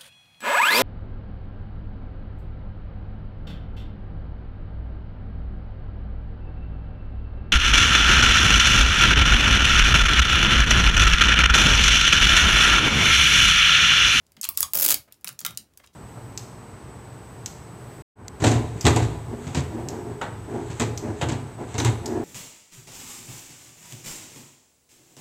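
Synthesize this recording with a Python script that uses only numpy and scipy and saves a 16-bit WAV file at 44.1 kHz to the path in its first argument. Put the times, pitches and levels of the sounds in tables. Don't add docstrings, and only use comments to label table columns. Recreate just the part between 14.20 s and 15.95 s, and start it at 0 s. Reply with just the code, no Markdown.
import sys
import numpy as np
from scipy import signal
from scipy.fft import rfft, irfft
from scipy.io import wavfile

SR = 44100
rng = np.random.default_rng(int(sys.argv[2]) if len(sys.argv) > 2 else 0)


def waveform_to_disk(signal):
    frames = np.transpose(np.atleast_2d(signal))
    scaled = np.clip(frames, -1, 1) * 32767
    samples = np.round(scaled).astype(np.int16)
    wavfile.write(sys.argv[1], SR, samples)


N = 77175
TIME = np.arange(N) / SR

EDGES_HZ = np.geomspace(100, 17000, 17)
CENTRES_HZ = np.sqrt(EDGES_HZ[1:] * EDGES_HZ[:-1])
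BANK = [signal.butter(2, pair, "band", fs=SR, output="sos") for pair in zip(EDGES_HZ, EDGES_HZ[1:])]


def from_db(db):
    return 10 ** (np.asarray(db) / 20)


def rms_one(x):
    return x / np.sqrt(np.mean(x ** 2) + 1e-20)


def at_hz(points, hz):
    f, value = np.transpose(points)
    return np.interp(np.log(hz), np.log(f), value)


def add(out, s, sound):
    start = max(int(s * SR), 0)
    part = sound[:max(N - start, 0)]
    out[start:start + len(part)] += part


def coloured(x, db_of_hz):
    hz = np.maximum(np.fft.rfftfreq(len(x), 1 / SR), 1)
    shaped = irfft(rfft(x) * from_db(db_of_hz(hz)), len(x))
    return rms_one(shaped)


def hump(centre_hz, octaves):
    return lambda hz: -20 * np.log10(1 + (np.log2(hz / centre_hz) / octaves) ** 2)


BURST_RISE_S, BURST_S = .00015, .008
SPIKE_DB, SPIKE_S = 6, .00025
BURST_GRIT_DB = 3


def bursts(times, band_db, decay_s):
    t = TIME[:1024]
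    shape = (len(times), len(t))
    rise = 1 - np.exp(-t / BURST_RISE_S)
    fall = np.exp(-t / decay_s) + from_db(SPIKE_DB) * np.exp(-t / SPIKE_S)
    envelope = rise * fall * (t < BURST_S)
    grit = from_db(BURST_GRIT_DB * rng.standard_normal(shape))
    noises = rng.standard_normal((2, *shape)) * grit * envelope + 1e-18
    cracks, out = np.zeros(shape), np.zeros(N)
    for k, sos in enumerate(BANK):
        band = signal.sosfilt(sos, noises[k % 2])
        level = np.sqrt(np.sum(band ** 2, axis=1) / (.004 * SR))
        cracks += band * (from_db(band_db[:, k]) / level)[:, None]
    for s, crack in zip(times, cracks):
        add(out, s, crack)
    return out


RING_RISE_S = .001


def struck(hits, modes, spread_db):
    out, t = np.zeros(N), TIME[:SR // 6]
    hz, mode_db, t60 = np.transpose(modes)
    decay = from_db(-60 * t / t60[:, None])
    rise = 1 - np.exp(-(t / RING_RISE_S) ** 2)
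    rings = np.sin(2 * np.pi * hz[:, None] * t) * decay * rise
    chances = rng.standard_normal((len(hits), len(modes)))
    for (s, db), chance in zip(hits, chances):
        strengths = from_db(db + mode_db + spread_db * chance)
        add(out, s, strengths @ rings)
    return out


# frequency in Hz, relative level in dB per Hz.
BACKGROUND_COLOUR = [(30, -11.5), (70, 0.5), (150, -9), (300, -11.5), (700, -18), (1500, -24.5),
                     (4000, -30.5), (16000, -34)]
BACKGROUND_DB = -65.5


def background():
    return from_db(BACKGROUND_DB) * coloured(rng.standard_normal(N), lambda hz: at_hz(BACKGROUND_COLOUR, hz))


# delay in seconds, level in dB against the direct sound.
NEAR_ECHOES = [(.0073, -18), (.0086, -25.5)]
# frequency in Hz, time in seconds to fall by 60 dB.
TAIL_T60 = [(150, 0.16), (1000, 0.19), (5000, 0.17), (14000, 0.17)]
# frequency in Hz, level in dB against the direct sound.
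TAIL_LEVEL = [(150, -0.5), (1000, -2.5), (5000, -6), (14000, -11)]
TAIL_ONSET_S = 0.0016


def room(x):
    t = TIME[:SR // 2]
    response, white = np.zeros(len(t)), rng.standard_normal((2, len(t)))
    onset = 1 - np.exp(-(t / TAIL_ONSET_S) ** 2)
    for k, (sos, hz) in enumerate(zip(BANK, CENTRES_HZ)):
        decay = from_db(-60 * t / at_hz(TAIL_T60, hz))
        tail = signal.sosfilt(sos, white[k % 2]) * decay * onset
        share = 2 * (EDGES_HZ[k + 1] - EDGES_HZ[k]) / SR
        response += tail * np.sqrt(share / np.sum(tail ** 2)) * from_db(at_hz(TAIL_LEVEL, hz))
    for delay_s, db in NEAR_ECHOES:
        response[int(delay_s * SR)] += from_db(db)
    return x + signal.fftconvolve(x, response)[:N]


# start in seconds, level in dB before the rise and decay,
# pitch in Hz, decay time in seconds.
DESK_THUDS = [(.005, -71, 87, 0.023), (.172, -44.5, 216.4, 0.02), (.275, -46.5, 82.2, 0.057),
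              (0.376, -49.5, 129.4, 0.05), (.425, -43, 79.5, 0.043), (.575, -47.5, 83.4, 0.047),
              (0.728, -43, 74.9, 0.043), (.78, -50.5, 121, .02), (1.05, -50, 174, 0.037),
              (1.099, -48.5, 130.3, 0.038), (1.216, -47.5, 174, 0.034), (1.253, -40, 165, 0.02),
              (1.283, -41.5, 117.3, 0.051), (1.387, -51.5, 212, 0.032)]
THUD_RISE_S = 0.0099
THUD_NOISE_DB, THUD_OCTAVES = -3.5, 0.9


def thuds():
    out, t = np.zeros(N), TIME[:8192]
    for s, db, hz, decay_s in DESK_THUDS:
        noise = rng.standard_normal(len(t))
        rumble = from_db(THUD_NOISE_DB) * coloured(noise, hump(hz, THUD_OCTAVES))
        swing = np.sin(2 * np.pi * hz * t)
        envelope = (1 - np.exp(-t / THUD_RISE_S)) * np.exp(-t / decay_s)
        add(out, s, from_db(db) * (swing + rumble) * envelope)
    return out


# start in seconds, length in seconds,
# level in dB before the swell, centre frequency in Hz.
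RUBS = [(0.216, 0.044, -44.5, 4970), (0.334, 0.035, -52.5, 6000), (0.367, 0.044, -34, 9300),
        (0.415, 0.013, -28.5, 9200), (0.498, 0.033, -55, 9100), (.533, 0.056, -44.5, 706),
        (.872, 0.024, -60, 550), (.876, 0.019, -64.5, 1300), (0.907, 0.023, -64, 1345),
        (1.595, 0.017, -58, 598), (1.596, 0.011, -54, 1510), (1.636, 0.014, -51, 1450),
        (1.624, 0.045, -63.5, 5500), (1.729, 0.026, -64, 5000)]
RUB_OCTAVES, RUB_GRIT_DB = 0.97, 4


def brushes():
    out = np.zeros(N)
    for s, length_s, db, centre_hz in RUBS:
        noise, grit = rng.standard_normal((2, 4096))
        grainy = noise * from_db(RUB_GRIT_DB * grit)
        rub = coloured(grainy, hump(centre_hz, RUB_OCTAVES))
        swell = np.sin(np.pi * np.minimum(TIME[:len(rub)] / length_s, 1))
        add(out, s, from_db(db) * rub * swell)
    return out


# start in seconds, strength in dB.
KNOCKS = [(.2495, -45), (.2905, -35), (.376, -42), (.4295, -25.5)]
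# frequency in Hz, level in dB added to the knock,
# time in seconds to fall by 60 dB.
ROLL_TONES = [(1113, -0.5, 0.066), (1040, -2, 0.017), (1189, -3, 0.032), (1430, -10.5, 0.035),
              (890, -18, 0.021), (535, -18.5, 0.03), (2390, -12, .03), (3440, -4.5, 0.05),
              (5530, -18.5, .03)]


def roll_knocks():
    return struck(KNOCKS, ROLL_TONES, spread_db=3.5)


# start in seconds, strength in dB.
PLUCKS = [(1.075, -74), (1.09, -45), (1.2535, -32.5), (1.2642, -37), (1.3075, -47)]
# frequency in Hz, level in dB added to the pluck,
# time in seconds to fall by 60 dB.
BLADE_TONES = [(1378, 2.5, 0.043), (1316, -1, 0.037), (1217, -4, 0.03), (1530, 0, 0.025), (878, -12, 0.027),
               (2430, -9, .03), (2663, -28, 0.027), (3688, 6, 0.033)]


def blade_plucks():
    return struck(PLUCKS, BLADE_TONES, spread_db=4.5)


# start in seconds,
# then the relative level in dB at each of the four frequencies below.
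LONE_SNAPS = [(0.066, -87, -67, -57.5, -65), (0.1195, -74, -64.5, -58, -53), (0.1668, -55, -56, -48.5, -62),
              (0.17, -60.5, -46, -72, -60), (0.213, -75, -73, -25, -29), (0.2312, -47, -42, -25, -33),
              (0.2365, -50, -42, -30, -63), (0.241, -82, -27.5, -31, -29), (0.244, -54, -60, -24.5, -31.5),
              (0.2494, -48, -26.5, -58, -36), (0.2519, -49, -44, -33, -29), (0.2891, -45, -34.5, -33, -14),
              (0.374, -41.5, -34, -19.5, -16.5), (0.4055, -38, -39, -22.5, -12),
              (0.4285, -47, -31, -15.5, -17.5), (0.9235, -80, -50.5, -46.5, -42),
              (0.9418, -71, -68, -52, -74), (1.0108, -75, -83, -65, -57), (1.0178, -76, -83, -64, -74),
              (1.0444, -40, -40, -32.5, -28.5), (1.0676, -65, -49, -46, -47),
              (1.0734, -55.5, -29, -39, -36), (1.075, -42.5, -43, -35, -42),
              (1.0804, -52, -63, -30.5, -32.5), (1.0899, -45, -43, -37, -33.5),
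              (1.1268, -79, -81, -59, -45), (1.1909, -61, -42.5, -29, -36), (1.2049, -50, -57, -41, -32),
              (1.2135, -52, -49, -35.5, -65), (1.2494, -39, -28.5, -27, -25),
              (1.2535, -45, -52, -32.5, -36), (1.2631, -49, -29, -30, -21), (1.3072, -51, -47, -42, -41),
              (1.3486, -71, -63, -52, -71), (1.3736, -51.5, -36.5, -24, -28.5),
              (1.5367, -76, -68, -65, -65), (1.574, -60, -55, -46, -42), (1.663, -74.5, -76, -53.5, -59.5),
              (1.6734, -76, -53.5, -55, -66)]
SNAP_POINTS_HZ = [1300, 3200, 7000, 12600]
SNAP_DB, SNAP_DECAY_S = -4.5, 0.0018
SNAP_BASS_DB_PER_OCTAVE = 11


def snaps():
    rows = np.array(LONE_SNAPS)
    octaves_below = np.maximum(np.log2(SNAP_POINTS_HZ[0] / CENTRES_HZ), 0)
    bass_loss_db = SNAP_BASS_DB_PER_OCTAVE * octaves_below
    colour = np.array([np.interp(np.log(CENTRES_HZ), np.log(SNAP_POINTS_HZ), row[1:]) for row in rows])
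    return bursts(rows[:, 0], SNAP_DB + colour - bass_loss_db, SNAP_DECAY_S)


# frequency in Hz, relative level in dB per Hz.
SHORT_COLOUR = [(150, -16), (400, -19.5), (800, -15), (1800, -15.5), (4000, -14.5), (7000, -4.5),
                (10500, -8), (13000, 2.5)]
# frequency in Hz, relative level in dB per Hz.
LONG_COLOUR = [(150, -16.5), (400, -16), (800, -14.5), (1800, -11.5), (4000, -3.5), (7000, -2.5),
               (10000, 1), (14000, 0.5)]


def tape_colour(times, start_s, end_s):
    length = ((times - start_s) / (end_s - start_s))[:, None]
    share_db = 10 * np.log10(np.diff(EDGES_HZ) / 10000)
    short, long = at_hz(SHORT_COLOUR, CENTRES_HZ), at_hz(LONG_COLOUR, CENTRES_HZ)
    return (1 - length) * short + length * long + share_db


# start in seconds, relative level in dB.
JERKS = [(0.5348, -18.5), (0.546, -24.5), (0.5501, -22), (0.5539, -18.5), (0.5629, -22.5), (0.571, -21.5),
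         (0.5746, -20.5), (0.5868, -21.5), (0.59, -22), (0.5978, -18), (0.6018, -22.5), (0.6096, -20),
         (0.6204, -19.5), (0.6242, -18.5), (0.6283, -18.5), (0.6327, -20), (0.6404, -21), (0.6445, -20.5),
         (0.6479, -18.5), (0.6506, -16), (0.6619, -13.5), (0.68, -19), (0.6872, -15.5), (0.6945, -18),
         (0.7028, -18.5), (0.7055, -15), (0.709, -19), (0.716, -16.5), (0.7231, -19), (0.7422, -17)]
# frequency in Hz, level in dB added to the mean jerk level,
# time in seconds to fall by 60 dB.
HOUSING_TONES = [(81, -50, 0.2), (198, -44.5, 0.064), (257, -37, 0.16), (296, -38, 0.12),
                 (566, -28.5, 0.13), (643, -27.5, 0.02), (800, -29.5, .045), (1465, -28, .05)]
JERK_DB, JERK_DECAY_S = 1.5, 0.0022
GLUE_PER_S, GLUE_DB, GLUE_SPREAD_DB = 200, -23, 5


def unrolling():
    s, db = np.transpose(JERKS)
    start_s, end_s = s[0], s[-1]
    run_s = end_s - start_s
    jerks = bursts(s, JERK_DB + db[:, None] + tape_colour(s, start_s, end_s), JERK_DECAY_S)
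    housing = struck([(when, db.mean()) for when in s], HOUSING_TONES, spread_db=4.5)
    draws = rng.random((200, 2))[:int(GLUE_PER_S * run_s)]
    glue_s = start_s + draws[:, 0] * run_s
    glue_db = db.mean() + GLUE_DB + GLUE_SPREAD_DB * (2 * draws[:, 1:] - 1)
    glue = bursts(glue_s, glue_db + tape_colour(glue_s, start_s, end_s), JERK_DECAY_S)
    return jerks + housing + glue


def scene():
    dispenser = roll_knocks() + blade_plucks()
    in_room = room(unrolling() + snaps() + dispenser + brushes())
    return (in_room + thuds() + background())[None]


LOW_CUT_HZ, CUTOFF_HZ = 42, 15900
PEAK_LIMIT = 0.67


def record(dry):
    thin = signal.sosfilt(signal.butter(2, LOW_CUT_HZ, "high", fs=SR, output="sos"), dry)
    held = np.clip(thin, -PEAK_LIMIT, PEAK_LIMIT)
    return signal.sosfilt(signal.ellip(10, .2, 80, CUTOFF_HZ, fs=SR, output="sos"), held)


dry = scene()
out = record(dry)
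waveform_to_disk(out)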